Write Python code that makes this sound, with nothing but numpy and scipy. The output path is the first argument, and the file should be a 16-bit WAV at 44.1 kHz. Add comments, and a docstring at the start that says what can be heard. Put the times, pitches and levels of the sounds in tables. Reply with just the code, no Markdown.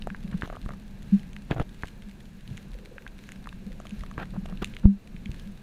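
"""Snorkelling with a camera housing

Under water over a sandy bed, a hand-held housing clicks and creaks as the grip slips and excites its modes. It
takes a sharp knock and booms at its resonance near 200 Hz; water rushes past briefly. Behind it lie the rumble
and hum of the flow, an evenly swelling fizz and crackle of shrimp, two soft runs of pulses and a faint
electronic whine. The hardest knock briefly turns the gain down, and its peak is cut flat."""
import sys
import numpy as np
from scipy import signal
from scipy.fft import rfft, irfft, next_fast_len
from scipy.io import wavfile
from scipy.ndimage import map_coordinates

SR = 44100
rng = np.random.default_rng(int(sys.argv[2]) if len(sys.argv) > 2 else 0)


def to_wav(s):
    """Save 16-bit WAV."""
    ch = np.atleast_2d(s).T  # columns
    pcm = np.round(np.clip(ch, -1, 1) * 32767)  # PCM
    wavfile.write(sys.argv[1], SR, pcm.astype(np.int16))


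N = 247842

# hiss of the electronics: (frequency [Hz], spectral level [dB])
SELF_NOISE_SPECTRUM = [(2000, -3.5), (8000, 1), (11000, -8.5), (13000, -9), (15000, -4.5)]
# thin tones of the electronics: (frequency [Hz], rms level [dB], pulse rate [1/s])
WHINE_TONES = [(11311, -82, 29.9), (12161, -85, 11.2), (14872, -85, 10.7)]
# fizz of distant shrimp: (frequency [Hz], spectral level [dB])
FIZZ_SPECTRUM = [(590, -16), (1000, -4.5), (1440, 0.5), (1620, 7.5), (1900, 0), (2740, 2.5), (3100, -3.5),
                 (4100, -1), (4800, -9), (7000, -31.5), (15000, -48)]
# crackle of nearer shrimp: (frequency [Hz], spectral level [dB])
SHRIMP_SPECTRUM = [(600, -34), (1300, -7.5), (1650, -0.5), (2100, 1.5), (2700, -1.5), (3800, -2),
                   (5000, -10.5), (6800, -13.5), (8300, -13), (10000, -15), (15000, -31.5)]
# the finest crackle: (frequency [Hz], spectral level [dB])
HISS_SPECTRUM = [(3000, -22), (4700, -3.5), (5400, 2.5), (6700, 3), (8000, -4), (9800, 1), (11500, -9.5),
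                 (13000, -2), (15000, -12.5)]
# flow around the housing: (time [s], strength [dB])
FLOW_STRENGTH = [(0, 3.5), (.17, 0.5), (.4, 3.5), (.55, -0.5), (.68, 3.5), (.86, -2.5), (1.1, 3),
                 (1.6, -1.5), (1.95, -3), (2.65, -2), (3.1, -5), (3.42, 0.5), (3.62, -0.5), (4.15, 0.5),
                 (4.6, 4.5), (5.05, -5.5), (5.25, 2), (5.62, -3)]
# deep rumble of the flow: (frequency [Hz], spectral level [dB])
RUMBLE_SPECTRUM = [(12, -9), (28, 2), (45, -6), (80, -12.5), (120, -24), (200, -31), (400, -77)]
# midrange wash of the flow: (frequency [Hz], spectral level [dB])
WASH_SPECTRUM = [(120, -48), (250, -2.5), (380, -3.5), (600, -8.5), (1000, -14.5), (1500, -22), (3000, -45),
                 (6000, -55.5)]
# eddies shed by the swimmer: (centre time [s], duration [s], level [dB], frequency [Hz])
SHED_EDDIES = [(1.55, 0.15, -34.5, 121), (2.52, .12, -38, 118), (2.717, .2, -40, 35.8),
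               (2.88, 0.26, -58, 345), (4.007, .1, -36, 43), (3.687, .3, -59, 370), (4.36, 0.087, -39, 138),
               (5.32, .09, -45, 126)]
# runs of soft pulses, perhaps a fish: (start time [s], duration [s], starting level [dB])
PULSE_RUNS = [(2.753, .285, -50), (3.673, .105, -50.5)]
# water scrubbing the wall: (frequency [Hz], spectral level [dB])
RUSH_SPECTRUM = [(100, -38), (300, 16.5), (700, 0.5), (1000, 0), (1550, 2), (2100, -6.5), (3300, -5.5),
                 (4500, -14), (9000, -18.5), (15000, -5.5)]
# rushes of water: (start time [s], duration [s], level [dB], low edge [Hz], high edge [Hz])
WATER_RUSHES = [(0.32, 0.031, -42, 200, 2050), (0.429, 0.036, -42, 250, 3000),
                (0.518, 0.046, -47.5, 550, 1400), (0.7, 0.048, -55, 596, 1380),
                (1.494, 0.055, -38.5, 247, 3300), (1.56, 0.035, -39.5, 250, 2220),
                (1.591, 0.0378, -37, 200, 2970), (4.175, 0.073, -39, 870, 2000),
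                (4.331, 0.048, -47.5, 428, 1070), (4.473, 0.055, -50.5, 450, 1300),
                (4.617, 0.019, -33, 300, 3440), (4.829, 0.0207, -45.5, 300, 1490)]
# bright tick at the onset of a slip or snap: (frequency [Hz], spectral level [dB])
TICK_SPECTRUM = [(700, -18), (1600, -17), (3200, 10), (4800, -6.5), (6800, 5.5), (8200, -6.5), (10000, -2),
                 (15000, -23)]
# close snaps, likely shrimp, and the bright high ring of the big housing click at 1.51 s: (time [s], level
# [dB], ring frequency [Hz], relative tick level [dB])
CLOSE_SNAPS = [(0.022, -17.5, 2900, -18), (1.0287, -48.5, 2680, 16), (1.332, -36.5, 2430, 5.5),
               (1.3652, -20.5, 2023, -14), (1.5115, -10, 2570, -33), (1.5197, -23, 2380, -24),
               (1.823, -26, 2470, -8), (1.872, -34, 2320, 6), (2.477, -28, 3070, -7),
               (2.572, -33, 2380, 7.5), (2.5771, -23.5, 2100, -8), (3.0774, -23.5, 2520, -11),
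               (3.2385, -34, 2260, 0), (3.2905, -27.5, 1850, -4), (3.3198, -23, 2150, -2),
               (3.4584, -31, 1420, -30), (3.4906, -23.5, 2810, -11), (3.869, -26, 2370, -2.5),
               (3.894, -29.5, 2630, -1), (3.9077, -28, 2660, -2), (4.1395, -30.5, 3100, -16),
               (4.5735, -26.5, 2840, -14), (4.645, -14, 2740, -2), (4.7383, -28.5, 2380, -16),
               (4.767, -22, 2270, -11), (5.1646, -25.5, 2400, -15), (5.2584, -20, 2410, -15),
               (5.3162, -27.5, 2750, -0.5)]
# modes of the housing: (frequency [Hz], relative level [dB], free decay time T60 [s])
HOUSING_MODES = [(480, -1.5, 0.0091), (648, -2.5, 0.014), (1175, -1, 0.0099), (1596, 0, 0.01),
                 (2440, -1.5, 0.0067)]
# slips of the grip: (time [s], level [dB], centre frequency [Hz], relative tick level [dB])
GRIP_SLIPS = [(0.0722, -13.5, 774, -16), (0.102, -21.5, 1900, -17), (0.147, -25.5, 1570, -22),
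              (0.3289, -31.5, 1510, -26), (0.4215, -15, 1820, -27), (0.4336, -23, 1360, -26),
              (0.4755, -27, 620, -4), (0.5005, -20.5, 840, -23), (0.5266, -24, 830, -12),
              (0.553, -29, 960, -24), (0.5675, -25, 890, -25), (0.6603, -29.5, 1200, -6),
              (0.691, -22, 867, -12.5), (0.706, -27.5, 970, -22), (0.7365, -31, 1050, -24),
              (1.5106, -7.5, 480, -22), (1.517, -13.5, 1740, -30), (1.5266, -22, 734, -28),
              (1.546, -32, 620, -3), (1.5635, -21, 730, -25), (1.5725, -24.5, 664, -25),
              (1.583, -25, 600, -15), (1.5985, -14, 810, -17), (1.6083, -30, 750, -25),
              (1.6151, -21, 560, -21), (1.8346, -12.5, 1490, -29), (1.8432, -27.5, 516, -25),
              (2.9816, -25, 1950, -30), (3.0652, -23, 1660, -29), (3.472, -23.5, 1110, -10.5),
              (3.527, -32, 1410, -20), (3.801, -27.5, 850, -4.5), (3.8535, -28.5, 885, -12),
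              (4.0359, -24, 970, -8.5), (4.113, -26, 1120, -7), (4.1794, -16.5, 1260, -22),
              (4.3643, -32.5, 710, -19), (4.4563, -23, 830, -10.5), (4.525, -28.5, 885, -22),
              (4.6239, -24.5, 466, -2), (4.6331, -23, 1150, -24)]
# swells of the housing's low resonance: (time [s], level [dB], frequency [Hz], drive time [s])
HOUSING_BOOMS = [(0.107, -31.5, 193, 0.022), (0.244, -25.5, 191, 0.013), (0.277, -32.5, 198, 0.024),
                 (0.339, -20, 182.7, 0.017), (0.632, -33, 185, 0.018), (1.119, -10, 198, 0.033),
                 (2.06, -37.5, 198.5, 0.043), (3.66, -29, 199, 0.021), (3.915, -31.5, 205, 0.029),
                 (4.372, -23, 189, 0.017), (4.52, -28, 187, 0.018), (4.835, -8.5, 198.1, 0.06),
                 (5.142, -31, 180, 0.011), (5.257, -30.5, 204, 0.013), (5.452, -33.5, 201.5, 0.047)]
# blows on the housing: (time [s], signed pressure [full scale], half width [s])
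HOUSING_BLOWS = [(0.33, 0.056, 0.0015), (0.4339, 0.1, 0.00073), (0.662, 0.069, 0.00098),
                 (1.5118, -0.14, 0.0016), (1.5135, 0.29, 0.00088), (1.5196, 0.13, 0.0012),
                 (1.57, 0.028, 0.0023), (1.605, 0.16, 0.00185), (1.6076, -0.16, 0.00085),
                 (1.8364, 0.075, 0.00094), (4.1815, 0.084, 0.00056), (4.6243, -0.097, 0.00069),
                 (4.6292, -0.1, 0.0013), (4.8566, 1.15, 0.0013), (5.2952, 0.084, 0.0012)]


def amp(db):
    """Amplitude ratio of a level in decibels."""
    return 10 ** (np.asarray(db) / 20)


def unit(x):
    """Normalisation to rms 1."""
    return x / np.sqrt(np.mean(x ** 2) + 1e-20)


def curve(rows):
    """Linear interpolation of (time [s], value) points at every sample."""
    return np.interp(np.arange(N) / SR, *np.transpose(rows))


def wobble(rate):
    """Smooth random modulation: a spline through `rate` knots a second."""
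    knots = rng.standard_normal(int(N * rate / SR) + 4)
    return map_coordinates(knots, [np.arange(N) * rate / SR])


def filtered(x, response):
    """Linear filtering: the spectrum of x is multiplied by a frequency response."""
    size = next_fast_len(len(x) + 8192)
    return irfft(rfft(x, size) * response(np.fft.rfftfreq(size, 1 / SR)), size)[:len(x)]


def colour(points):
    """Frequency response through (frequency [Hz], level [dB]) points on a logarithmic axis."""
    point_hz, db = np.transpose(points)
    return lambda hz: amp(np.interp(np.log(hz + 1), np.log(point_hz), db))


def noise(response):
    """Gaussian noise shaped by a frequency response, rms 1."""
    return unit(filtered(rng.standard_normal(N), response))


def resonant_noise(centre_hz, width_hz):
    """Narrow-band noise: random forcing of two like damped resonators in cascade."""
    return noise(lambda hz: (1j * hz * width_hz / (centre_hz ** 2 - hz ** 2 + 1j * hz * width_hz)) ** 2)


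def shot_envelope(per_second, spread_db, decay_s):
    """Shot noise: random impulses of uneven size, each decaying exponentially; rms 1."""
    sizes = amp(spread_db * np.minimum(rng.exponential(size=N), 3))
    impulses = (rng.random(N) < per_second / SR) * sizes
    decay = np.exp(-np.arange(SR // 150) / SR / decay_s)
    return unit(signal.fftconvolve(impulses, decay)[:N])


def add(track, s, sound):
    """Superposition of a sound on the track from time s."""
    start = max(round(s * SR), 0)
    part = track[start:start + len(sound)]
    part += sound[:len(part)]


def camera_whine(hiss_db=-73):
    """Electronic self-noise: an even hiss and thin tones, each amplitude-modulated at its own rate."""
    t = np.arange(N) / SR
    out = amp(hiss_db) * noise(colour(SELF_NOISE_SPECTRUM))
    for hz, db, rate in WHINE_TONES:
        gate = np.maximum(np.sin(2 * np.pi * rate * t + 1.1 * wobble(9)), 0)
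        tone = np.sin(2 * np.pi * hz * t + 2 * wobble(400))
        out += amp(db) * unit(gate * tone)
    return out


def shrimp_crackle(first_crest_s=0.44, period_s=0.707, width_s=0.05):
    """Incoherent summation: far shrimp merge into an evenly swelling fizz; nearer snaps stand out."""
    from_crest = (np.arange(N) / SR - first_crest_s + period_s / 2) % period_s - period_s / 2
    swell = np.exp(-.5 * (from_crest / width_s) ** 2)
    near = shot_envelope(per_second=300, spread_db=17.5, decay_s=0.002) * noise(colour(SHRIMP_SPECTRUM))
    fine = shot_envelope(per_second=85, spread_db=3.5, decay_s=0.00096) * noise(colour(HISS_SPECTRUM))
    fizz = amp(-2) * noise(colour(FIZZ_SPECTRUM)) + amp(-5) * near
    hiss = amp(-3) * noise(colour(HISS_SPECTRUM)) + amp(-8) * fine
    fizz_gain = amp(-60.5 + 4.5 * swell + 0.24 * curve(FLOW_STRENGTH))
    hiss_gain = amp(-70.5 + 5.5 * swell)
    return fizz_gain * fizz + hiss_gain * hiss


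def flow_noise():
    """Forced vibration: moving water rumbles on the housing and keeps its low resonance humming."""
    flow_db = curve(FLOW_STRENGTH)
    # each level [dB] is a base, a multiple of the flow strength and a random flutter
    rumble = amp(-43 + 0.97 * flow_db + wobble(5.8)) * noise(colour(RUMBLE_SPECTRUM))
    surge = amp(-51 + 1.38 * flow_db + 1.8 * wobble(18)) * resonant_noise(centre_hz=134.4, width_hz=65)
    hum = amp(-48 + 1.15 * flow_db + 0.66 * wobble(38)) * resonant_noise(centre_hz=195.8, width_hz=56.6)
    wash = amp(-59 + 0.17 * flow_db + 1.4 * wobble(8.1)) * noise(colour(WASH_SPECTRUM))
    return rumble + surge + hum + wash


def eddies(relative_width=0.59):
    """Vortex shedding: each eddy from the swimmer is a soft swell of low narrow-band noise."""
    out = np.zeros(N)
    for s, length, db, hz in SHED_EDDIES:
        burst = unit(resonant_noise(hz, relative_width * hz)[:round(length * SR)])
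        add(out, s - length / 2, amp(db) * burst * signal.windows.tukey(len(burst), .7))
    return out


def soft_pulses(pitch_hz=505, width_s=0.004, first_gap_s=0.039, slowing=1.045, growth_db=0.86):
    """Pulse trains: tone bursts under Gaussian envelopes slow down and tend to grow through a run."""
    out, t = np.zeros(N), np.arange(-SR // 40, SR // 40) / SR
    envelope = np.exp(-.5 * (t / width_s) ** 2)
    for start, length, db in PULSE_RUNS:
        offset = 0
        for k, (size, detune) in enumerate(rng.standard_normal(size=(12, 2))):
            if offset < length:
                pulse = envelope * np.sin(2 * np.pi * pitch_hz * (1 + 0.033 * detune) * t)
                add(out, start + offset + t[0], amp(db + growth_db * k + 2.5 * size) * pulse)
            offset += first_gap_s * slowing ** k
    return out


def water_rushes(grain_db=2.0):
    """Broadband flow noise: water scrubs past the housing in short, grainy, band-limited bursts."""
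    out = np.zeros(N)
    scrub = unit(noise(colour(RUSH_SPECTRUM)) * amp(grain_db * wobble(350)))
    for s, length, db, low_hz, high_hz in WATER_RUSHES:
        high_pass = lambda hz: (hz / low_hz) ** 2 / np.sqrt(1 + (hz / low_hz) ** 4)
        band_pass = lambda hz: high_pass(hz) / np.sqrt(1 + (hz / high_hz) ** 4)
        burst = unit(filtered(scrub[round(s * SR):][:round(length * SR)], band_pass))
        add(out, s, amp(db) * burst * signal.windows.tukey(len(burst), .5))
    return out


def strike(s, modes, tick_db, grit, chatter, attack_s=0.00023, tick_t60=0.004):
    """Free vibration: modes (frequency [Hz], gain, T60 [s]) decay exponentially under a noise tick."""
    t = np.arange(SR // 20) / SR
    span = slice(round(s * SR), round(s * SR) + len(t))
    fade = lambda t60: (1 - np.exp(-t / attack_s)) ** 2 * np.exp(-np.log(1000) * t / t60)
    ring = sum(gain * np.sin(2 * np.pi * hz * t) * fade(t60) for hz, gain, t60 in modes)
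    tick = grit[span] * fade(tick_t60)
    return ring * chatter[span] + amp(tick_db) * tick / np.linalg.norm(tick)


def scattered(direct, echo_db=-17, t60=0.12):
    """Scattering: nearby surfaces add a weak diffuse tail to the direct sound."""
    t = np.arange(SR // 20) / SR
    tail = rng.standard_normal(len(t)) * np.exp(-np.log(1000) * t / t60)
    return direct + amp(echo_db) * signal.fftconvolve(direct, tail / np.linalg.norm(tail))[:N]


def close_snaps(grit, chatter, t60=0.0042, upper_ratio=1.27, upper_db=-4):
    """Impulsive excitation: each close snap rings briefly at two frequencies."""
    out = np.zeros(N)
    for s, db, hz, tick_db in CLOSE_SNAPS:
        modes = [(hz, 1, t60), (hz * upper_ratio, amp(upper_db), t60)]
        add(out, s, amp(db) * strike(s, modes, tick_db, grit, chatter))
    return out


def grip_clicks(grit, chatter, spread_octaves=0.34, firm_db=-15.5):
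    """Stick-slip friction: a slip excites the modes near its centre frequency; a firm grip damps them."""
    out = np.zeros(N)
    mode_hz, mode_db, free_t60 = np.transpose(HOUSING_MODES)
    for s, db, centre_hz, tick_db in GRIP_SLIPS:
        coupling = np.exp(-.5 * (np.log2(mode_hz / centre_hz) / spread_octaves) ** 2)
        gains = amp(mode_db) * coupling / np.linalg.norm(coupling)
        damping = 0.69 / (1.5 + np.exp(firm_db - db))  # share of the decay time lost
        modes = zip(mode_hz, gains, (1 - damping) * free_t60)
        add(out, s, amp(db) * strike(s, modes, tick_db, grit, chatter))
    return out


def housing_booms(rise=0.29, release=0.19):
    """Resonance: the low mode builds up while driven, then rings out; wide swings add an octave."""
    out, t = np.zeros(N), np.arange(SR // 4) / SR
    for s, db, hz, drive_s in HOUSING_BOOMS:
        progress, phase = t / drive_s, 2 * np.pi * hz * t
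        build_up = 1 - np.exp(-(progress / rise) ** 2)
        ring_out = np.exp(-.5 * np.logaddexp(0, (progress - 1) / release))
        swell = amp(db) * build_up * ring_out
        octave = amp(-26) * swell ** 2 * np.cos(2 * phase)
        add(out, s, swell * np.cos(phase) + octave)
    return out


def housing_knocks(rebound_share=0.33, rebound_slowness=5.55, sharpness=1.36):
    """Elastic impact: a blow squeezes the housing for milliseconds; the wall springs back more slowly."""
    out, t = np.zeros(N), np.arange(-SR // 100, SR // 10) / SR
    for s, pressure, width_s in HOUSING_BLOWS:
        squeeze = 1 / np.cosh(np.minimum(sharpness * t / width_s, 20))
        progress = .5 * np.logaddexp(0, 2 * (t / width_s - 1)) / rebound_slowness  # sets in smoothly
        rebound = rebound_share * progress * np.exp(.5 * (1 - progress ** 2))
        add(out, s + t[0], pressure * (squeeze - rebound))
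    return out


def scene():
    """Superposition: all sources add at one microphone inside the housing."""
    grit = noise(colour(TICK_SPECTRUM))
    chatter = 1 + 0.42 * wobble(1500)  # roughens the ring of slips and snaps
    clicks = scattered(grip_clicks(grit, chatter) + close_snaps(grit, chatter))
    foreground = clicks + housing_knocks() + housing_booms() + water_rushes()
    background = soft_pulses() + flow_noise() + eddies() + shrimp_crackle() + camera_whine()
    return (background + foreground)[None]


def record(dry, limit_db=-2.5, recovery_db_per_s=13, attack_s=0.005, top_hz=15500):
    """Automatic gain control: the hardest knock briefly lowers the gain; peaks are cut flat at full scale and a
    low-pass follows."""
    over_db = np.maximum(20 * np.log10(np.abs(dry[0]) + 1e-9) - limit_db, 0)
    recovered_db = recovery_db_per_s * np.arange(N) / SR
    held_db = np.maximum.accumulate(over_db + recovered_db) - recovered_db
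    lag = np.exp(-1 / (attack_s * SR))
    gain = amp(-signal.lfilter([1 - lag], [1, -lag], held_db))
    clipped = np.clip(gain * dry[0], -1, 1)
    return filtered(clipped, lambda hz: 1 / np.sqrt(1 + (hz / top_hz) ** 120))[None]


dry = scene()
out = record(dry)
to_wav(out)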